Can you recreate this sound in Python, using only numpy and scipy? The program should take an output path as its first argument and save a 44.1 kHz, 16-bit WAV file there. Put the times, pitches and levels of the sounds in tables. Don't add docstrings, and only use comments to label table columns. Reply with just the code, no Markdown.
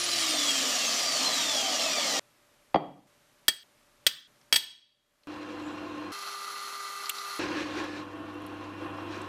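import sys
import numpy as np
from scipy import signal
from scipy.fft import rfft, irfft, next_fast_len
from scipy.io import wavfile
from scipy.ndimage import uniform_filter1d, minimum_filter1d, map_coordinates

SR = 44100
rng = np.random.default_rng(int(sys.argv[2]) if len(sys.argv) > 2 else 0)


def inscribe(sig):
    pcm = np.round(np.clip(np.atleast_2d(sig).T, -1, 1) * 32767)
    wavfile.write(sys.argv[1], SR, pcm.astype(np.int16))


N = 409248
T = np.arange(N) / SR
TOP_HZ = 16200

SAW_END_S, DRILL_START_S, FAST_START_S, FAST_END_S = 2.195, 5.272, 6.12, 7.393
PLATE_EDGES = [2.195, 3.07, 3.634, 4.274, 5.271]

FULL_TURNS_PER_S, SWITCH_OFF_S = 353, 0.1055
FRICTION_TURNS_PER_S2 = 78.1
FAN_EVEN_TURNS_PER_S = 278.6
SKIP_AT_S, SKIPPED_S = 1.0, 0.3095
FADE_IN_S, FADE_IN_DB = 0.15, -3
ROTOR_ORDERS = [.37, 1, 2]
GEAR_ORDERS = [11.65, 23.3, 34.9, 46.6, 58.2]
ARMATURE_ORDERS = [7, 14, 21, 28]
BAR_OVERTONES = [42, 56]
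ROTOR_DB = [-4, 0.5, -10]
GEAR_DB = [1.5, -5, -6.5, -6, -10]
ARMATURE_DB = [-2.5, -6.5, -15, 2.5]
OVERTONE_DB = [-2.5, -1]
# full_speed_db, rise_db (per halving of speed)
ROTOR_LEVEL = (-41, -6.5)
GEAR_LEVEL = (-41.5, -2.4)
ARMATURE_LEVEL = (-41.5, 1.2)
OVERTONE_LEVEL = (-49, 4)
WHIRR_LEVEL = (-28.5, -.8)
GROWL_LEVEL = (-42.5, 2.4)
# (relative, per Hz)
WHIRR_SPECTRUM = [(710, -30), (1200, -0.5), (1530, -8.5), (1720, -2.5), (2580, -1.5), (3220, 0.5),
                  (3820, -2), (5660, 0.5), (7300, -3.5), (10200, -15.5), (15200, -20), (15400, -72.5)]
# (relative, per Hz)
GROWL_SPECTRUM = [(15, -58), (25, -52), (214, -3.5), (261, 2.5), (373, -5), (594, 1), (912, -2), (1190, -3),
                  (1530, -13), (1800, -43), (2340, -37.5), (3960, -120)]
# centre_hz, width_hz, boost_db (for noise; tones get 1.2 times as many dB)
HOUSING = [(280, 68, 5), (668, 240, 8), (1208, 57, 4), (3260, 300, 3), (4050, 130, 3.5), (4580, 330, 5),
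           (5150, 130, 3.5), (5696, 51, 9.5), (7220, 430, 3)]
# frequency_hz, gain_db
RADIATION = [(60, -34), (130, -12), (300, -5.5), (800, -5.5), (1800, -8), (3500, 2), (7000, -3),
             (10000, -2), (15000, -21)]
# start_s, end_s, centre_hz, level_db
SHUDDER = (1.5, 1.7, 70, -67)

# time_s, ring_db, crack_db, thud_db, damping (1 = free, more = pressed), treble_corner_hz
CONTACTS = [(2.7436, -33, -38, -6, 1.9, 3570), (2.758, -36, -42, -6, 1.4, 3440),
            (3.482, -2.5, -5.5, -25.5, 2.3, 16000), (3.488, -11.5, -9, -25, 0.97, 16000),
            (4.0661, -3.5, 1, -33, 2.8, 16000), (4.413, -66, -58.5, -90, 3, 9000),
            (4.526, -17, -6, -24, 0.51, 16000), (4.543, -15, -14, -40.5, 1.9, 12000),
            (4.5589, -22, -4, -39, 2.8, 16000), (4.561, -0.5, -1.5, -27.5, 2.35, 12960),
            (4.629, -36.5, -34, -53.5, 2, 6000), (5.234, -68, -51, -80.5, 3, 5020)]
PLATE_HZ = [1800, 1970, 2310, 2640, 2950, 3265, 3450, 4585, 4760, 5290, 6200, 8060, 8240, 8970, 10030,
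            13420, 14980]
# relative_db, t60_s (at damping 1)
PLATE_MODES = [(-8, 0.1), (-14, 0.16), (-15, 0.12), (-13.5, 0.095), (-5, 0.048), (3.5, 0.12), (-13, .07),
               (-3, 0.15), (-15, 0.038), (-19, 0.062), (-17.5, .07), (-7, 0.13), (-8.5, 0.1), (-12.5, 0.15),
               (-12.5, 0.077), (-6.5, 0.12), (-14, .05)]
# (relative, per Hz)
CRACK_SPECTRUM = [(200, -25), (1000, -7), (2000, 2.5), (5000, 8.5), (9000, -10), (16000, -14.5)]
BENCH_HZ = [150, 200, 275, 420, 640, 1080, 2000]
# width_hz, relative_db
BENCH_MODES = [(40, -2.5), (50, -0.5), (60, 2), (160, -2.5), (240, -0.5), (500, -9), (700, -21)]

# time_s, motor_db, cutting_db, hum_db, lowest_tone_db (over the hum)
DRILL = [(5.27, -43, -49.5, -39.5, -7), (6.11, -42, -49.5, -40, -6), (6.125, -41.5, -53, -42, -2.5),
         (6.9, -41.5, -48.5, -41, -4.5), (7.385, -40.5, -49, -42.5, -1.5),
         (7.396, -37.5, -37.5, -36.5, -3.5), (7.82, -40.5, -40.5, -42.5, 0), (7.97, -44.5, -45.5, -41, 0),
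         (8.07, -44, -56, -44, 2.5), (8.6, -43, -53, -44.5, 6), (9.07, -41, -53.5, -43, 4.5),
         (9.12, -43.5, -44, -48, 11), (9.28, -41, -49.5, -44.5, 6)]
HUM_HZ = [100, 200, 300, 495, 665]
HUM_DB = [-10.5, -19.5, 0.5, -12, -20]
MOTOR_TURNS_PER_S, THROB_DB = 24.4, 0.5
# (relative, per Hz)
RUMBLE_SPECTRUM = [(20, -67), (45, -12), (100, -12), (250, -6.5), (400, -11), (1000, -5), (1500, -7),
                   (2100, -17.5), (3200, -15.5), (5000, -42), (8000, -36.5), (13600, -39.5), (13900, -90)]
# centre_hz, width_hz, boost_db
CASTING = [(328, 114, 17.5), (503, 26, 10.5), (663, 12, 10.5), (788, 9.3, 9.5), (1063, 110, 10),
           (1454, 4.6, 13), (1800, 16, 11), (2480, 22, 11.5), (2740, 67, 14), (3300, 100, 1), (4220, 45, 8)]
# (relative, per Hz)
CUTTING_SPECTRUM = [(150, -19), (300, 1), (700, -5), (1700, -2.5), (2600, -4), (4000, -7), (6000, -12.5),
                    (9000, -25.5), (13800, -39), (14400, -80)]
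# centre_hz, width_hz, boost_db
WORKPIECE = [(329, 140, 15.5), (547, 32, 16.5), (1680, 280, 5.5), (2450, 360, 5), (4050, 350, 5),
             (5620, 400, 1.5)]
# start_s, catch_s (time of one), catches_per_s, swell_db
CATCHES = [(5.272, 5.425, 11.3, 3), (6.12, 6.13, 22.6, 1), (7.393, 7.41, 5.2, 5), (8.05, 8.466, 5.75, 3)]
CATCH_SHARPNESS = 1.7
# start_s, end_s, pitch_hz, level_db
SQUEAKS = [(7.79, 7.96, 1720, -49), (5.28, 6.11, 4170, -65), (5.58, 5.8, 7700, -71), (5.6, 5.74, 7050, -72)]
# time_s, peak_db, centre_hz
CHIPS = [(6.132, -42, 6000), (7.057, -26, 4600), (7.0935, -21.5, 8500), (7.096, -21, 13100),
         (7.095, -22, 2980), (7.15, -36, 5000), (7.184, -29, 4280), (7.84, -53, 11500), (8.34, -56, 11000),
         (8.42, -54, 11000), (8.465, -43.5, 11000), (8.64, -53, 6000), (8.984, -32, 1060),
         (9.157, -54, 6000), (9.216, -42.5, 8100)]

# frequency_hz, t60_s
ROOM = [(150, 0.76), (530, 0.46), (1400, .45), (3700, 0.54), (9700, 0.33)]
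# (relative, per Hz)
QUIET_SPECTRUM = [(18, -28.5), (30, 0.5), (54, -21.5), (119, -7.5), (199, -13.5), (245, -8.0), (527, -13.0),
                  (584, -5.0), (647, -14.0), (1170, -12), (13600, -25), (14100, -71.5)]
QUIET_DB = -65.5
# pitch_hz, level_db
WHINE = [(586.8, -74.5), (1174, -85)]


def saw():
    n = round(SAW_END_S * SR)
    speed = coasting()[:n]
    turns = np.cumsum(speed * (1 + 0.00096 * wobble(59.8, count=n))) / SR

    def level(full_speed_db, rise_db):
        return amp(full_speed_db + rise_db * np.log2(FULL_TURNS_PER_S / speed))

    families = [(ROTOR_LEVEL, ROTOR_ORDERS, ROTOR_DB), (GEAR_LEVEL, GEAR_ORDERS, GEAR_DB),
                (ARMATURE_LEVEL, ARMATURE_ORDERS, ARMATURE_DB), (OVERTONE_LEVEL, BAR_OVERTONES, OVERTONE_DB)]
    tones = np.zeros(n)
    for law, orders, strengths_db in families:
        family = sum(shaft_tone(turns, speed, order, db) for order, db in zip(orders, strengths_db))
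        tones += level(*law) * family
    tones = filtered(tones, lambda hz: boosts(HOUSING, hz) ** 1.2 * amp(along(RADIATION, hz)))

    whirr = rush(WHIRR_SPECTRUM, HOUSING, lumps_db=1.0, rate=400, patchy_db=1.4)[:n]
    whirr *= level(*WHIRR_LEVEL) * amp(0.41 * wobble(10.8, count=n))
    growl = rush(GROWL_SPECTRUM, HOUSING, lumps_db=-1.0, rate=37, patchy_db=1.7)[:n]
    growl *= level(*GROWL_LEVEL) * amp(1.04 * wobble(15, count=n))
    fade_in = amp(FADE_IN_DB * np.clip(1 - T[:n] / FADE_IN_S, 0, 1))
    return np.pad((tones + whirr + growl) * fade_in, (0, N - n))


def coasting():
    skipped_s = SKIPPED_S * (T >= SKIP_AT_S)
    free_s = np.clip(T - SWITCH_OFF_S + skipped_s, 0, SAW_END_S + SKIPPED_S)
    start_angle = np.arctan(FULL_TURNS_PER_S / FAN_EVEN_TURNS_PER_S)
    angle = start_angle - FRICTION_TURNS_PER_S2 / FAN_EVEN_TURNS_PER_S * free_s
    return FAN_EVEN_TURNS_PER_S * np.tan(angle)


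def shaft_tone(turns, speed, order, db):
    n = len(turns)
    play = 0.19 * min(1, order / 10) * wobble(70, count=n)
    flicker_db = 4 * min(1, 0.5 + order / 12) * wobble(45, count=n)
    cycles = order * turns + play + rng.random()
    return amp(db + flicker_db) * np.sin(2 * np.pi * cycles) * (order * speed < TOP_HZ)


def shudder():
    start_s, end_s, centre_hz, db = SHUDDER
    low = filtered(rng.standard_normal(N), lambda hz: 1 / (1 + ((hz - centre_hz) / 35) ** 4))
    return amp(db + 4 * wobble(24)) * unit(low) * (T > start_s) * (T < end_s)


def plates():
    out = room_tone() * ((T >= PLATE_EDGES[0]) & (T < PLATE_EDGES[-1]))
    for time_s, *blow in CONTACTS:
        start = round(time_s * SR)
        end = round(min(edge for edge in PLATE_EDGES if edge > time_s) * SR)
        out[start:end] += contact(*blow)[:end - start]
    for start_s, end_s in zip(PLATE_EDGES, PLATE_EDGES[1:]):
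        passage = slice(round(start_s * SR), round(end_s * SR))
        out[passage] = gain_control(out[passage])
    return out


def contact(ring_db, crack_db, thud_db, damping, corner_hz):
    t = T[:SR]
    ring = np.zeros(SR)
    for hz, (db, t60) in zip(PLATE_HZ, PLATE_MODES):
        spot_db = rng.normal(0, 1.5)
        decay = amp(db + spot_db - 60 * t * damping / t60)
        ring += decay * np.sin(2 * np.pi * hz * t + 0.9 * wobble(60, count=SR))

    crack = unit(filtered(rng.standard_normal(SR), lambda hz: amp(along(CRACK_SPECTRUM, hz))))
    crack *= amp(-60 * t / 0.033)
    push = amp(-60 * t / 0.035) * rng.standard_normal(SR)
    thud = filtered(push, bench_response)
    blow = amp(ring_db) * ring + amp(crack_db) * crack + amp(thud_db) * thud / np.abs(thud).max()

    blow = signal.sosfilt(signal.butter(4, min(corner_hz, SR / 2.2), fs=SR, output="sos"), blow)
    blow = signal.sosfilt(signal.butter(2, 110, "high", fs=SR, output="sos"), blow)
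    return blow + amp(-9) * room(blow)


def bench_response(hz):
    response = 0
    for k, (centre, (width, db)) in enumerate(zip(BENCH_HZ, BENCH_MODES)):
        damping = 1j * hz * width
        response = response + (-1) ** k * amp(db) * damping / (centre * centre - hz * hz + damping)
    return response


def drill():
    motor_db, cutting_db, hum_db, lowest_db = curves(DRILL)
    throb = amp(THROB_DB * np.sin(2 * np.pi * MOTOR_TURNS_PER_S * T))
    lowest, *upper = [amp(db + 0.99 * wobble(3.08)) * np.sin(2 * np.pi * hz * T)
                      for hz, db in zip(HUM_HZ, HUM_DB)]
    hum = amp(lowest_db) * replayed(lowest) + replayed(throb * sum(upper))
    motor = throb * amp(1.1 * wobble(14)) * rush(RUMBLE_SPECTRUM, CASTING, lumps_db=0.5, rate=30, patchy_db=0.73)
    cutting = rush(CUTTING_SPECTRUM, WORKPIECE, lumps_db=1.0, rate=150, patchy_db=1.5)

    press = amp(hum_db) * hum + amp(motor_db) * replayed(motor)
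    press += amp(cutting_db + catches_db()) * replayed(cutting)
    out = (press + squeaks() + chips()) * (T >= DRILL_START_S)
    fast = slice(round(FAST_START_S * SR), round(FAST_END_S * SR))
    out[fast] = gain_control(out[fast], ceiling_db=-19, hold_s=0.027, back_db_per_s=120, attack_s=0.0094)
    return out


def catches_db():
    rows = np.array(CATCHES)
    _, catch_s, rate, swell_db = rows[np.searchsorted(rows[1:, 0], T)].T
    return swell_db * np.abs(np.cos(np.pi * rate * (T - catch_s))) ** (2 * CATCH_SHARPNESS)


def squeaks():
    out = np.zeros(N)
    for start_s, end_s, hz, db in SQUEAKS:
        out += amp(db + 4.6 * wobble(40)) * np.sin(2 * np.pi * hz * T) * (T > start_s) * (T < end_s)
    return out


def chips():
    out, t = np.zeros(N + 2000), T[:2000]
    for time_s, db, hz in CHIPS:
        def band(f):
            return (f < 15000) * (f > hz / 4) / (1 + ((f - hz) / (0.21 * hz)) ** 2)

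        noise = filtered(rng.standard_normal(len(t)), band)
        t60 = 0.029 * (6000 / hz) ** 0.4
        snap = amp(-60 * t / t60) * (1 - np.exp(-t / 0.00037)) * noise
        out[round(time_s * SR):][:len(t)] += amp(db) * snap / np.abs(snap).max()
    return out[:N]


def replayed(x):
    start, end = round(FAST_START_S * SR), round(FAST_END_S * SR)
    fast = signal.resample_poly(x, 1, 4)[:end - start]
    fast = filtered(fast, lambda hz: (hz < 14600) / (1 + (170 / (hz + 1)) ** 2))
    return np.concatenate([x[:start], unit(fast) * x.std(), x[end:]])


def room(x):
    hz, t, z = signal.stft(rng.standard_normal(SR), SR, nperseg=256)
    tail = signal.istft(z * amp(-60 * t / along(ROOM, hz)[:, None]), SR, nperseg=256)[1]
    delayed = np.pad(x, (250, 0))
    return signal.fftconvolve(delayed, tail / np.linalg.norm(tail))[:len(x)]


def room_tone():
    out = amp(QUIET_DB) * rush(QUIET_SPECTRUM, [], lumps_db=0.0, rate=9.7, patchy_db=0.0)
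    for hz, db in WHINE:
        out += amp(db + 1.5 * wobble(7.4)) * np.sin(2 * np.pi * hz * T)
    return out


def gain_control(x, ceiling_db=-11, hold_s=0.26, back_db_per_s=35, attack_s=0.014):
    need_db = np.minimum(0, ceiling_db - 20 * np.log10(np.abs(x) + 1e-9))
    size = int(hold_s * SR) | 1
    held_db = minimum_filter1d(need_db, size=size, origin=size // 2, mode="nearest")
    climb_db = back_db_per_s * T[:len(x)]
    gain_db = np.minimum(0, climb_db + np.minimum.accumulate(held_db - climb_db))
    keep = np.exp(-1 / (attack_s * SR))
    y = x * amp(signal.lfilter([1 - keep], [1, -keep], gain_db))
    return y / (1 + np.abs(y / 0.27) ** 3) ** (1 / 3)


def rush(spectrum, body, lumps_db, rate, patchy_db):
    lumpy = amp(lumps_db * wobble(rate)) * rng.standard_normal(N)
    z = signal.stft(lumpy, nperseg=512)[2]
    field = uniform_filter1d(rng.standard_normal(z.shape), size=5, axis=0)
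    field = uniform_filter1d(field, size=10, axis=1)
    patchy = signal.istft(z * amp(patchy_db * unit(field)), nperseg=512)[1][:N]
    return unit(filtered(patchy, lambda hz: amp(along(spectrum, hz)) * boosts(body, hz)))


def boosts(peaks, hz):
    return amp(sum(db / (1 + (2 * (hz - centre) / width) ** 2) for centre, width, db in peaks))


def filtered(x, response):
    m = next_fast_len(len(x) + SR)
    return irfft(rfft(x, m) * response(np.fft.rfftfreq(m, 1 / SR)), m)[:len(x)]


def wobble(rate, count=N):
    knots = rng.standard_normal(int(count * rate / SR) + 4)
    return map_coordinates(knots, [T[:count] * rate])


def curves(rows):
    s, *columns = np.transpose(rows)
    return [np.interp(T, s, column) for column in columns]


def along(points, hz):
    f, v = np.transpose(points)
    return np.interp(np.log(hz + 1), np.log(f + 1), v)


def amp(db):
    return 10 ** (np.asarray(db) / 20)


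def unit(x):
    return x / np.sqrt(np.mean(x ** 2) + 1e-20)


def scene():
    return np.tile(saw() + shudder() + plates() + drill(), (2, 1))


def record(dry):
    return np.array([filtered(x, lambda hz: 1 / (1 + (hz / TOP_HZ) ** 120)) for x in dry])


dry = scene()
out = record(dry)
inscribe(out)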